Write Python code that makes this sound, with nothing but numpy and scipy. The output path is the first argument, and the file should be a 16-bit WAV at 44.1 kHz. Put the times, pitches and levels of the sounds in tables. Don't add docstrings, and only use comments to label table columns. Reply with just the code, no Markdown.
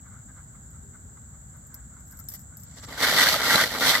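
import sys
import numpy as np
from scipy import signal
from scipy.fft import rfft, irfft
from scipy.io import wavfile
from scipy.ndimage import uniform_filter1d

SR = 44100
rng = np.random.default_rng(int(sys.argv[2]) if len(sys.argv) > 2 else 0)


def persist_wave(psi):
    counts = np.round(np.clip(psi, -1, 1) * 32767).astype(np.int16)
    wavfile.write(sys.argv[1], SR, np.atleast_2d(counts).T)


N = 176400
TIME_S, FREQ_HZ = np.arange(N) / SR, np.arange(N // 2 + 1) * SR / N


def undb(db):
    return 10 ** (np.asarray(db) / 20)


def rms(x):
    return np.sqrt(np.mean(x.mean(0) ** 2)) + 1e-12


def gains(points):
    hz, db = np.array(points, float).T
    return undb(np.interp(np.log(FREQ_HZ + 1), np.log(hz), db))


def colour(x, points):
    cepstrum = irfft(np.log(gains(points)), N)
    cepstrum[1:N // 2] *= 2
    cepstrum[N // 2 + 1:] = 0
    response = irfft(np.exp(rfft(cepstrum)), N)[:2048]
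    return signal.fftconvolve(x, response[None], axes=1)[:, :x.shape[1]]


# pitch_hz, width_db
NEAR_WIDTH = [(100, -19), (700, -17.5), (1290, -9), (2000, -7), (2600, 3.5), (4400, 0)]
FAR_WIDTH = [(100, -17.5), (380, -7.5), (700, -2.5), (1290, 3), (15000, -1)]
def place(x, width):
    side = colour(x[1:], width)[0]
    return np.array([x[0] + side, x[0] - side])


def pan(x, left_db):
    return x * undb(np.array([[left_db], [-left_db]]) / 2)


def noise(tone, width):
    x = place(colour(rng.standard_normal((2, N)), tone), width)
    return x / rms(x)


def fade(t, fade_s):
    return np.exp(-np.log(1000) * t / fade_s)


def crack(t, fade_s):
    return rng.standard_normal((2, len(t))) * fade(t, fade_s)


def ring(t, hz, fade_s):
    return np.sin(2 * np.pi * (hz * t + rng.random((2, 1)))) * fade(t, fade_s)


def wander(per_s):
    step = max(int(SR / per_s), 1)
    return uniform_filter1d(np.repeat(rng.standard_normal(N // step + 1), step), step)[:N]


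def swells(rows):
    return sum(undb(db) * np.exp(-(2 * (TIME_S - at) / length) ** 2) for at, length, db in rows)


def add(out, start_s, sound):
    i = int(start_s * SR)
    out[:, i:i + sound.shape[1]] += sound[:, :N - i]


# pitch_hz, level_db
INSECT_TONE = [(4500, -47), (5900, -27.5), (6500, -17), (7100, -5), (7550, -2), (7950, -4.5), (8300, -19.5),
               (8800, -54), (10000, -78)]
def insects():
    level_db = -54 + 1.05 * wander(per_s=180)
    return noise(INSECT_TONE, FAR_WIDTH) * undb(level_db)


# pitch_hz, level_db
TRAFFIC_TONE = [(22, -59), (40, -11), (58, 2.5), (85, 0.5), (150, -4), (240, -12), (380, -29), (700, -28),
                (1050, -32.5), (1500, -27.5), (2100, -39), (2500, -50), (3000, -47), (4000, -43),
                (6000, -51.5), (9500, -58.5), (12500, -40), (16000, -46)]
def traffic():
    rumble = noise(TRAFFIC_TONE, FAR_WIDTH) * undb(-47)
    drone = noise([(200, -20), (400, 9.5), (1600, -55)], FAR_WIDTH)
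    return pan(rumble + drone * swells([(.95, .6, -67)]), left_db=1.46)


# middle_s, length_s, level_db
PANTS = [(.07, 0.048, -57.5), (.15, .12, -57.5), (.30, 0.038, -57.5), (.385, 0.055, -53),
         (.555, 0.039, -58.5), (.755, 0.039, -60), (.95, 0.033, -56), (1.175, 0.023, -56),
         (1.35, 0.026, -60.5), (1.555, 0.041, -58.5), (1.76, .13, -61), (1.97, 0.13, -60),
         (2.14, 0.06, -58.5), (2.205, 0.038, -57), (2.53, 0.057, -61)]
# pitch_hz, level_db
MOUTH_TONE = [(300, -33), (900, -0.5), (1250, 8.5), (1580, 1.5), (1800, -6), (2100, 1.5), (2500, -23),
              (4000, -15), (6000, -54)]
def panting():
    jaw_hz, band_hz = 1430 * (1 + .1 * wander(per_s=12)), 190
    hiss = rng.standard_normal((2, N)) + 1j * rng.standard_normal((2, N))
    narrow = signal.sosfilt(signal.butter(3, band_hz / 2, fs=SR, output="sos"), hiss)
    moved_up = narrow * np.exp(2j * np.pi * np.cumsum(jaw_hz) / SR)
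    jaw = place(moved_up.real, NEAR_WIDTH)
    return (noise(MOUTH_TONE, NEAR_WIDTH) + jaw / rms(jaw)) * undb(-3) * swells(PANTS)


# pitch_hz, level_db, fade_s
TAG_NOTES = [(5070, -14, 0.09), (5680, -10.5, 0.067), (8910, -6, 0.064), (11500, 5, 0.033),
             (11980, 7.5, 0.062), (13200, -2, 0.028), (14600, 2, 0.031)]
# pitch_hz, level_db
TICK_TONE = [(2500, -29), (5500, 1.5), (9000, -4), (10200, -8), (12000, 9), (16000, 0.5)]
def tag_touch():
    t = np.arange(SR // 6) / SR
    sound = undb(5.5) * colour(crack(t, fade_s=.025), TICK_TONE)
    for hz, db, fade_s in TAG_NOTES:
        strength = undb(db + 1.5 * rng.standard_normal())
        sound += strength * ring(t, hz * (1 + .0029 * rng.standard_normal()), fade_s)
    return sound / abs(sound).max()


# start_s, peak_db
TAG_HITS = [(.705, -49), (1.567, -49.5), (1.669, -45.5), (1.743, -26.5), (2.002, -47), (2.079, -43),
            (2.111, -37), (2.123, -37), (2.171, -39), (2.190, -33.5), (2.240, -41), (2.2865, -20),
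            (2.301, -30), (2.319, -30), (2.338, -26.5), (2.347, -31), (2.393, -38), (2.57, -31),
            (2.634, -34.5), (2.643, -43)]
def tag_jingle():
    out, bounce_s = np.zeros((2, N)), .0041
    for at, db in TAG_HITS:
        add(out, at, tag_touch() * undb(db))
        add(out, at + bounce_s * (.5 + rng.random()), tag_touch() * undb(db - 12))
    return out


# middle_s, length_s, level_db
TAG_SLIDES = [(2.13, 0.15, -62), (2.2, 0.019, -52), (2.345, .04, -48), (2.41, 0.05, -59),
              (2.605, 0.034, -55)]
def tag_slides(touches_per_s=240, kinds=6):
    out = 0
    for _ in range(kinds):
        hits = (rng.random(N) < touches_per_s / kinds / SR) * rng.uniform(.45, 1, N)
        out = out + signal.oaconvolve(hits[None], tag_touch(), axes=1)[:, :N]
    return out / rms(out) * swells(TAG_SLIDES)


def collisions(per_s, cubes=24, low_hz=1116, high_hz=8990):
    t, out = np.arange(SR // 20) / SR, np.zeros((2, N))
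    for k in range(cubes):
        hits = rng.random(N) < per_s / cubes / SR
        size_db = 1.5 * np.minimum(rng.exponential(size=N), 5.7)
        pushes = hits * undb(size_db) * np.sign(rng.standard_normal(N)) / np.sqrt(per_s)
        hz = low_hz * (high_hz / low_hz) ** ((k + rng.random()) / cubes)
        cube = crack(t, fade_s=.012) + undb(-10) * ring(t, hz, fade_s=.075 * np.sqrt(low_hz / hz))
        out += signal.oaconvolve(pushes[None], cube, axes=1)[:, :N]
    return out


# pitch_hz, level_db
ICE_TONE = [(40,-44), (80,-34), (113,-10), (198,-9), (265,-3.5), (363,-12.5), (492,-4.5), (1000,-3),
            (1380,-1.5), (1740,-2), (2030,2), (2250,-5.5), (2580,-16.5), (3000,-11.5), (3420,-8),
            (4420,-6.5), (5090,-11), (6140,-12), (6740,-17), (7900,-14.5), (8710,-21.5), (9400,-18),
            (10400,-20.5), (12000,-13), (13300,-21), (14700,-18), (15700,-34)]
# pitch_hz, level_db
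POOL_NOTES = [(605,-16), (839,-16), (1180,-30), (1406,0.5), (1555,1), (1836,-3.5), (2222,-24), (3295,-8),
              (3550,-4), (4010,-10)]
def moving_ice(effort, note_width_hz=22):
    bumps = collisions(per_s=1700 * np.sqrt(effort))
    rubbing = undb(-.5) * rng.standard_normal((2, N))
    clatter = colour(bumps / rms(bumps) + rubbing, ICE_TONE)
    hollow = 1 + sum(undb(db) / (1 + 2j * (FREQ_HZ - hz) / note_width_hz) for hz, db in POOL_NOTES)
    cubes = place(irfft(rfft(clatter) * hollow, N), NEAR_WIDTH)
    return cubes / rms(cubes)


# middle_s, length_s, level_db
SHIFTS = [(2.342, 0.063, -54), (2.73, 0.2, -60), (2.781, 0.04, -48.5), (2.845, 0.036, -44.5)]
# pitch_hz, boost_db
CREAK_TONE = [(200, 11), (1500, -5), (4000, 0), (5800, 6.5), (12000, 0.5)]
def creaks():
    return colour(moving_ice(effort=.15), CREAK_TONE) * swells(SHIFTS)


# time_s, clatter_db, floor_db, clicks_db
DIGGING = [(2.88, -45, -43.5, -49.5), (2.968, -43.5, -46, -46), (3.026, -24.5, -31, -25.5),
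           (3.064, -23, -33, -27), (3.15, -29.5, -32, -28), (3.174, -23.5, -30, -23.5),
           (3.234, -21, -30, -20.5), (3.254, -25.5, -31.5, -27), (3.293, -23.5, -30.5, -23),
           (3.312, -31.5, -36.5, -26.5), (3.347, -28.5, -28.5, -28), (3.386, -36, -39, -34.5),
           (3.412, -29, -33.5, -32), (3.53, -21.5, -30, -23), (3.555, -23.5, -24.5, -23.5),
           (3.588, -24.5, -34, -28), (3.613, -21.5, -29, -24.5), (3.694, -40, -39.5, -36),
           (3.762, -32, -33, -36), (3.8, -38, -35, -33.5), (3.82, -25.5, -30, -28.5),
           (3.898, -24.5, -28.5, -20), (3.95, -25, -35.5, -28), (4.0, -34.5, -36.5, -32.5)]
def digging(onset_s=.023, floor_top_hz=873, clicks_bottom_hz=2320):
    times, *levels_db = np.array(DIGGING).T
    onset = np.clip((TIME_S - times[0]) / onset_s + .5, 0, 1)
    clatter, floor, clicks = (onset * undb(np.interp(TIME_S, times, db)) for db in levels_db)
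    spectrum = rfft(moving_ice(effort=np.clip(clatter / clatter.max(), .15, 1)))
    low, below_clicks = (1 / (1 + (FREQ_HZ / hz) ** 10) for hz in (floor_top_hz, clicks_bottom_hz))
    middle, high = below_clicks - low, 1 - below_clicks
    out = 0
    for share, level in ((low, floor * undb(-2)), (middle, clatter * undb(-1.5)), (high, clicks)):
        band = irfft(spectrum * share, N)
        out = out + band / rms(band) * level
    return out


# start_s, strength_db, pitch_hz
KNOCKS = [(2.976, -23, 1500), (3.025, -18, 3610), (3.126, -12, 605), (3.170, -12, 2014), (3.185, -8, 1896),
          (3.213, -9.5, 1890), (3.231, -13.5, 1740), (3.27, -7, 1650), (3.2873, -7, 4344),
          (3.342, -9.5, 1270), (3.361, -10.5, 620), (3.402, -20.5, 1340), (3.468, -10, 1560),
          (3.507, -3.5, 1577), (3.543, -5.5, 1370), (3.5567, -4, 4030), (3.580, -8.5, 1495),
          (3.604, -12.5, 2090), (3.611, -9, 1620), (3.638, -10.5, 1926), (3.751, -18.5, 1350),
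          (3.819, -17.5, 1380), (3.880, -7.5, 3380), (3.9525, -4.5, 1990)]
def knocks():
    t, out = np.arange(SR // 12) / SR, np.zeros((2, N))
    for at, db, hz in KNOCKS:
        blow = crack(t, fade_s=.017) + undb(-4.5) * ring(t, hz, fade_s=.037)
        blow = place(colour(blow, ICE_TONE), NEAR_WIDTH)
        add(out, at, blow * undb(db - 4.5) / abs(blow.mean(0)).max())
    return out


# middle_s, length_s, level_db
THUMPS = [(3.215, 0.025, -39.5), (3.552, 0.017, -32), (3.88, 0.066, -44)]
# pitch_hz, level_db
BOOM_TONE = [(70, -18), (120, 4), (270, -2.5), (400, -20), (1500, -51)]
def thumps():
    return noise(BOOM_TONE, NEAR_WIDTH) * swells(THUMPS)


# pitch_hz, left_db
POOL_BALANCE = [(100, 0), (700, 2.5), (1290, 0.5), (2000, -5), (2600, 3.5), (4400, -1.5), (8120, -1.5),
                (15000, -4)]
def scene():
    garden = insects() + traffic()
    dog = panting() + pan(tag_jingle() + tag_slides(), left_db=3)
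    pool = creaks() + digging() + knocks() + thumps()
    lean = np.sqrt(gains(POOL_BALANCE))
    return garden + dog + irfft(rfft(pool) * np.array([lean, 1 / lean]), N)


def record(dry):
    top_hz = 16100
    return signal.sosfilt(signal.ellip(10, .2, 75, top_hz, fs=SR, output="sos"), dry)


dry = scene()
out = record(dry)
persist_wave(out)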